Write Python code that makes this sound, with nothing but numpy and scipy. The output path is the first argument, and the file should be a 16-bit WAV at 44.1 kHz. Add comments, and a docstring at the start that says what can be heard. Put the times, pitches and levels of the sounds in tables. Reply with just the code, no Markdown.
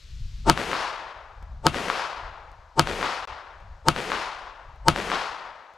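"""Five pistol shots in a yard beside a metal barn, each a steep pressure front from the muzzle.
Ground and walls reflect it; trees and a wooded hillside scatter it into a long wash as the bullet
smacks the backstop. Spent cases ping and land, wind buffets the microphone and insects hiss far off.
A phone a few metres away overloads on each crack and holds its gain down from the first one on."""
import sys
import numpy as np
from scipy import signal
from scipy.fft import rfft, irfft
from scipy.io import wavfile
from scipy.ndimage import uniform_filter1d

SR = 44100
rng = np.random.default_rng(int(sys.argv[2]) if len(sys.argv) > 2 else 0)


def log_audio(samples):
    """Write samples as a 16-bit WAV file to the path given in sys.argv[1]."""
    # one column per channel
    frames = np.atleast_2d(samples).T
    # limit to full scale, then quantise
    limited = np.clip(frames, -1, 1)
    pcm = np.round(limited * 32767).astype(np.int16)
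    wavfile.write(sys.argv[1], SR, pcm)


N = 254456
LEAD = 4096  # samples ahead of a pulse
AGE = (np.arange(16 * LEAD) - LEAD) / SR  # seconds since the pulse

# each shot and the gains of its parts: start_s, blast_db, rush_db, far_echo_db, smack_db, spray_db
SHOTS = [(0.498, 2.5, -14, -1, -10, -30.5), (1.667, 0, -19.5, -1, -6, -37.5),
         (2.7949, 1.5, -19.5, -2, -10, -28), (3.885, 0.5, -20, -2.5, -9.5, -29.5),
         (4.8836, 3, -24, -2, -9, -26.5)]


def amp(db):
    """Decibels as an amplitude ratio."""
    return 10 ** (np.asarray(db) / 20)


def curve(points, hz):
    """Interpolation of (frequency_hz, value) rows on a logarithmic frequency axis."""
    known_hz, value = np.transpose(points)
    return np.interp(np.log(np.maximum(hz, 1)), np.log(known_hz), value)


def freqs(x):
    """Fourier frequencies of x in Hz."""
    return np.fft.rfftfreq(x.shape[-1], 1 / SR)


def colour(x, spectrum):
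    """Zero-phase filtering by (frequency_hz, gain_db) rows."""
    return irfft(rfft(x) * amp(curve(spectrum, freqs(x))), x.shape[-1])


def noise(spectrum, size, apart):
    """Partly coherent noise of rms 1 at two microphone ports; apart weights their difference."""
    mid, side = rng.standard_normal((2, size))
    x = colour(np.array([mid + apart * side, mid - apart * side]), spectrum)
    return x / x.std()


def wander(t, step_s):
    """Random fluctuation: Gaussian values joined by straight lines."""
    return np.interp(t, np.arange(1000) * step_s, rng.standard_normal(1000))


def add(out, x, start_s):
    """Superposition of x on out from start_s on."""
    i = int(round(start_s * SR))
    a, b = max(i, 0), min(i + x.shape[-1], out.shape[-1])
    out[..., a:b] += x[..., a - i:b - i]


def pulse(spectrum):
    """A pressure front of peak 1; minimum phase packs its energy at the start."""
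    cepstrum = irfft(np.log(amp(curve(spectrum, freqs(AGE)))))
    cepstrum[1:] *= 2
    cepstrum[len(AGE) // 2:] = 0
    front = np.roll(irfft(np.exp(rfft(cepstrum))), LEAD)
    return front / abs(front).max()


def scatter(spectrum, decay, start_s, rise_s, hold_s, alike, apart):
    """Diffuse scattering, one wash per shot; the scatterers stand still, so washes are partly alike."""
    common = noise(spectrum, len(AGE), apart)
    own = np.array([noise(spectrum, len(AGE), apart) for _ in SHOTS])
    washes = np.sqrt(alike) * common + np.sqrt(1 - alike) * own
    hz, frame_s, frames = signal.stft(washes, SR, nperseg=512)
    fading_s = np.maximum(frame_s + AGE[0] - start_s - hold_s, 0)
    fade = amp(-60 * fading_s / curve(decay, hz)[:, None])  # air and leaves absorb the treble first
    washes = signal.istft(frames * fade, SR)[1][..., :len(AGE)]
    return washes * np.clip((AGE - start_s) / rise_s, 0, 1)


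def wind(buffet_db=4):
    """Turbulent pressure at the microphone ports rumbles in uneven gusts."""
    rumble = [(12, -17.5), (22, -1.5), (44, -1), (72, -6), (110, -14), (220, -35), (325, -58.5),
              (1100, -120)]  # turbulence spectrum: frequency_hz, density_db
    gusts = [(0.0, -64), (0.04, -50), (0.48, -40), (0.92, -54.5), (1.28, -51), (1.52, -36), (2.12, -58.5),
             (2.24, -41), (2.76, -53), (2.84, -33), (3.17, -58.5), (3.33, -44), (3.41, -62.5),
             (3.65, -41.5), (3.89, -49), (3.93, -43), (4.45, -57), (4.93, -34), (5.13, -50.5), (5.77, -77)]  # wind strength: time_s, level_db
    t = np.arange(N) / SR
    gust_db = np.interp(t, *np.transpose(gusts)) + buffet_db * wander(t, step_s=.04)
    return amp(gust_db) * noise(rumble, N, apart=.04)


def insects():
    """Distant insects and leaves sum incoherently to a steady hiss."""
    hiss = [(180, -61.5), (300, -8.5), (763, -16), (884, -14.5), (1350, -11), (4120, -4), (6510, -11),
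            (10300, -25), (12100, -21.5), (15000, -50)]  # background spectrum: frequency_hz, density_db
    return amp(-68.5) * noise(hiss, N, apart=.18)


def swell(rise_s, fade_s):
    """A round-shouldered envelope that peaks at the shot."""
    return np.exp(-abs(AGE / np.where(AGE < 0, rise_s, fade_s)) ** 1.5)


def rush():
    """Amplitude-shaped noise: a dull rush swells into the crack."""
    # frequency_hz, density_db
    spectrum = [(50, 3.5), (160, -3), (450, -.5), (1300, -8.5), (2000, -24), (5000, -25.5),
                (10000, -34.5), (15000, -66)]
    return swell(rise_s=.015, fade_s=.0045) * noise(spectrum, len(AGE), apart=.2)


def crack(snap_lead_s=.00035):
    """A shock-wave crack with gas rasp and reflections; a brief ringing tone swells into it and fades."""
    shock = [(300, -11), (2000, -10), (3200, -9.5), (4500, 9), (6500, -6), (9000, -8.5), (15000, -42)]  # bullet's shock wave: frequency_hz, level_db
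    blast = [(40, -23), (150, 9), (450, -3.5), (800, 4.5), (1300, 8.5), (2000, -11), (3000, -5),
             (4600, -3.5), (7000, -26.5), (11000, -24), (16000, -43)]  # muzzle blast: frequency_hz, level_db
    rasp = [(1000, 2.5), (2200, -4.5), (3000, -1), (4500, 3), (6500, -9.5), (9300, -7.5), (12000, -27.5),
            (16000, -31)]  # muzzle gas: frequency_hz, density_db
    partials = [(143, -20.5, .008, .014), (330, -22.5, .008, .016), (517, -25, .007, .016),
                (708, -22, .007, .016), (899, -16, .013, .006), (1270, -26, .006, .015),
                (1425, -31, .006, .011), (3040, -39, .008, .009), (7910, -46, .016, .002)]  # brief ringing tone: pitch_hz, level_db, rise_s, fade_s
    reflections = [(.0061, -12.5, 1800), (0.0133, -26.5, 5000), (0.018, -22, 4500)]  # ground and nearby surfaces: delay_s, gain_db, cutoff_hz
    snap = amp(-4) * np.roll(pulse(shock), -int(snap_lead_s * SR))
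    front = amp(6.5) * pulse(blast)
    gas = amp(-8.5) * swell(rise_s=.00005, fade_s=.0019) * noise(rasp, len(AGE), apart=.073)
    ring = sum(amp(db) * swell(rise_s, fade_s) * np.cos(2 * np.pi * hz * AGE)
               for hz, db, rise_s, fade_s in partials)
    return snap + front + gas + ring + sum(slap(front, *row) for row in reflections)


def yard_echo():
    """Early scattering in the yard follows the blast at once and dies quickly."""
    spectrum = [(40, 1.5), (130, 5.5), (240, 5), (440, -12), (700, -8), (1350, -7.5), (1800, -13),
                (3000, -12.5), (5500, -23.5), (10900, -28), (14000, -52)]  # scattered sound: frequency_hz, density_db
    decay = [(150, 0.2), (1000, 0.2), (8000, 0.16)]  # reverberation time: frequency_hz, t60_s
    return amp(-20) * scatter(spectrum, decay, start_s=.0004, rise_s=.00053, hold_s=.00033,
                              alike=.95, apart=.26)


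def slap(front, delay_s, gain_db, cutoff_hz):
    """Specular reflection: a flat surface returns the front later and duller."""
    dull = signal.sosfilt(signal.butter(2, cutoff_hz, fs=SR, output="sos"), front)
    return amp(gain_db) * np.roll(dull, int(delay_s * SR))


def cases(ping_delay_s=.031, ping_hz=2750, ping_t60_s=.07, tick_fade_s=.0049):
    """Each ejected brass case rings in damped free vibration, then lands with a dull tick."""
    landings = [(1.4256, -43), (2.5154, -47.5), (3.6017, -51), (4.759, -52), (5.7362, -49.5)]  # ground impacts: start_s, level_db
    tick = [(500, 9), (3000, -6), (7000, -15), (14000, -24)]  # frequency_hz, density_db
    out, t = np.zeros((2, N)), np.arange(LEAD) / SR
    ping = amp(-34 - 60 * t / ping_t60_s) * np.sin(2 * np.pi * ping_hz * t)
    for shot_s, *_ in SHOTS:
        add(out, ping, shot_s + ping_delay_s)
    for start_s, level_db in landings:
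        add(out, amp(level_db) * np.exp(-t / tick_fade_s) * noise(tick, LEAD, apart=.18), start_s)
    return out


def tree_echo(clump_db=1):
    """Scattering from nearby trees; echoes bunch by trunk and branch, so the level flutters."""
    spectrum = [(24, -84), (40, -21), (103, -9.5), (182, -1.5), (251, -4.5), (466, 0.5), (866, -4),
                (1060, -4), (2640, -9), (10900, -28), (13300, -35.5), (15000, -65.5)]  # scattered sound: frequency_hz, density_db
    decay = [(150, 0.37), (1000, 0.84), (4000, 1), (9000, .6)]  # reverberation time: frequency_hz, t60_s
    washes = scatter(spectrum, decay, start_s=.043, rise_s=.045, hold_s=.18, alike=.6, apart=.14)
    return washes * amp(-29 + clump_db * wander(AGE, step_s=.0041))


def wall_echo():
    """Walls, vehicles and trunks return discrete echoes, each delayed by its path length."""
    spectrum = [(80, -19), (400, -2), (900, 1), (1500, 1.5), (2700, -7), (4200, -15), (8000, -28),
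                (15000, -43)]  # reflected pulse: frequency_hz, level_db
    paths = [(0.0779, -11), (0.081, -29), (0.0935, -21.5), (0.103, -18), (.1182, -16.5), (0.218, -16)]  # echo arrivals: delay_s, gain_db
    bounce = pulse(spectrum)
    return sum(amp(db) * np.roll(bounce, int(delay_s * SR)) for delay_s, db in paths)


def barn_echo():
    """Reflections from the barn and parked trucks merge into a short, hollow bounce."""
    spectrum = [(60, -11), (200, 1), (480, 4.5), (800, -7), (1400, -4), (2600, -33), (5000, -24),
                (14000, -66)]  # reflected sound: frequency_hz, density_db
    decay = [(200, .2), (4000, .15)]  # reverberation time: frequency_hz, t60_s
    return amp(-28) * scatter(spectrum, decay, start_s=.088, rise_s=.012, hold_s=.016,
                              alike=.8, apart=.14)


def hill_echo(clump_db=1.2):
    """Scattering over long paths: the wooded hillside returns a late, lingering wash."""
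    spectrum = [(50, -28), (150, -16.5), (250, -16.5), (400, -10), (550, -4), (950, 4.5), (1400, 1),
                (2200, -7), (5000, -12), (8000, -27), (11000, -31), (15000, -56.5)]  # scattered sound: frequency_hz, density_db
    decay = [(80, 1.6), (220, 1.3), (500, 1.99), (1100, 1.596), (2300, 1.34), (4500, 0.92), (9000, 0.78),
             (14000, 0.35)]  # reverberation time: frequency_hz, t60_s
    washes = scatter(spectrum, decay, start_s=.18, rise_s=.13, hold_s=.14, alike=.38, apart=.21)
    return washes * amp(-27.5 + clump_db * wander(AGE, step_s=.008))


def bullet_impact():
    """The backstop radiates a pulse when struck, and flying earth and leaves add a burst of noise."""
    smack = [(100, -22), (600, -4.5), (1100, 12.5), (1800, 2), (2700, -5.5), (4200, -6.5), (6000, -28),
             (15000, -45)]  # impact pulse: frequency_hz, level_db
    debris = [(100, -16), (400, -2.5), (1200, 2), (2200, -7.5), (4000, -11.5), (8000, -29), (15000, -60)]  # earth and leaves: frequency_hz, density_db
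    decay = [(500, 0.29), (6000, .2)]  # their decay: frequency_hz, t60_s
    sprays = amp(1.5) * scatter(debris, decay, start_s=0, rise_s=.008, hold_s=.036, alike=0, apart=.2)
    return pulse(smack), sprays


def pistol(impact_delay_s=.2335):
    """Shots and echoes superpose; the impact lags by the bullet's flight plus the sound's return."""
    out = np.zeros((2, N))
    report = crack() + wall_echo()  # identical rounds give identical waveforms
    yard = yard_echo()
    far_echo = barn_echo() + tree_echo() + hill_echo()
    smack, sprays = bullet_impact()
    for k, (start_s, blast_db, rush_db, far_echo_db, smack_db, spray_db) in enumerate(SHOTS):
        shot = amp(rush_db) * rush() + amp(blast_db) * (report + yard[k]) + amp(far_echo_db) * far_echo[k]
        impact = amp(smack_db) * smack + amp(spray_db) * sprays[k]
        add(out, shot, start_s + AGE[0])
        add(out, impact, start_s + impact_delay_s + AGE[0])
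    return out


def gain_control(x, boost_db, ramp_s):
    """Automatic gain control: a boost ramps away just ahead of the first overload and stays off."""
    overloaded = np.maximum.accumulate(abs(x).max(axis=0) >= 1)
    size = int(ramp_s * SR)
    down = uniform_filter1d(overloaded.astype(float), size, origin=-((size - 1) // 2))
    return x * amp(boost_db * (1 - down))


def scene():
    """Directivity: the left port faces the yard and hears all sources louder and brighter."""
    imbalance = [(60, 2.5), (150, 1.5), (400, 3), (1200, 5), (2300, 7.5), (4500, 5.5), (14000, 2.5)]  # left minus right: frequency_hz, difference_db
    left, right = pistol() + cases() + wind() + insects()
    lean = amp(curve(imbalance, freqs(left)) / 2)
    return np.array([irfft(rfft(left) * lean, N), irfft(rfft(right) / lean, N)])


def record(dry, dropout_start_s=3.2535, dropout_end_s=3.2735, cutoff_hz=16000):
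    """Saturation rounds the peaks after gain control; the sound drops out once and the top is cut."""
    treble_loss = [(7000, -1), (11000, -4), (15000, -3)]  # frequency_hz, gain_db
    t = np.arange(N) / SR
    dropout = np.where((t > dropout_start_s) & (t < dropout_end_s), amp(-40), 1)
    driven = gain_control(dry, boost_db=12.5, ramp_s=.03)
    saturated = driven / (1 + driven ** 4) ** (1 / 4)
    lowpass = signal.ellip(8, .2, 70, cutoff_hz, fs=SR, output="sos")
    return signal.sosfilt(lowpass, colour(saturated * dropout, treble_loss))


dry = scene()
out = record(dry)
log_audio(out)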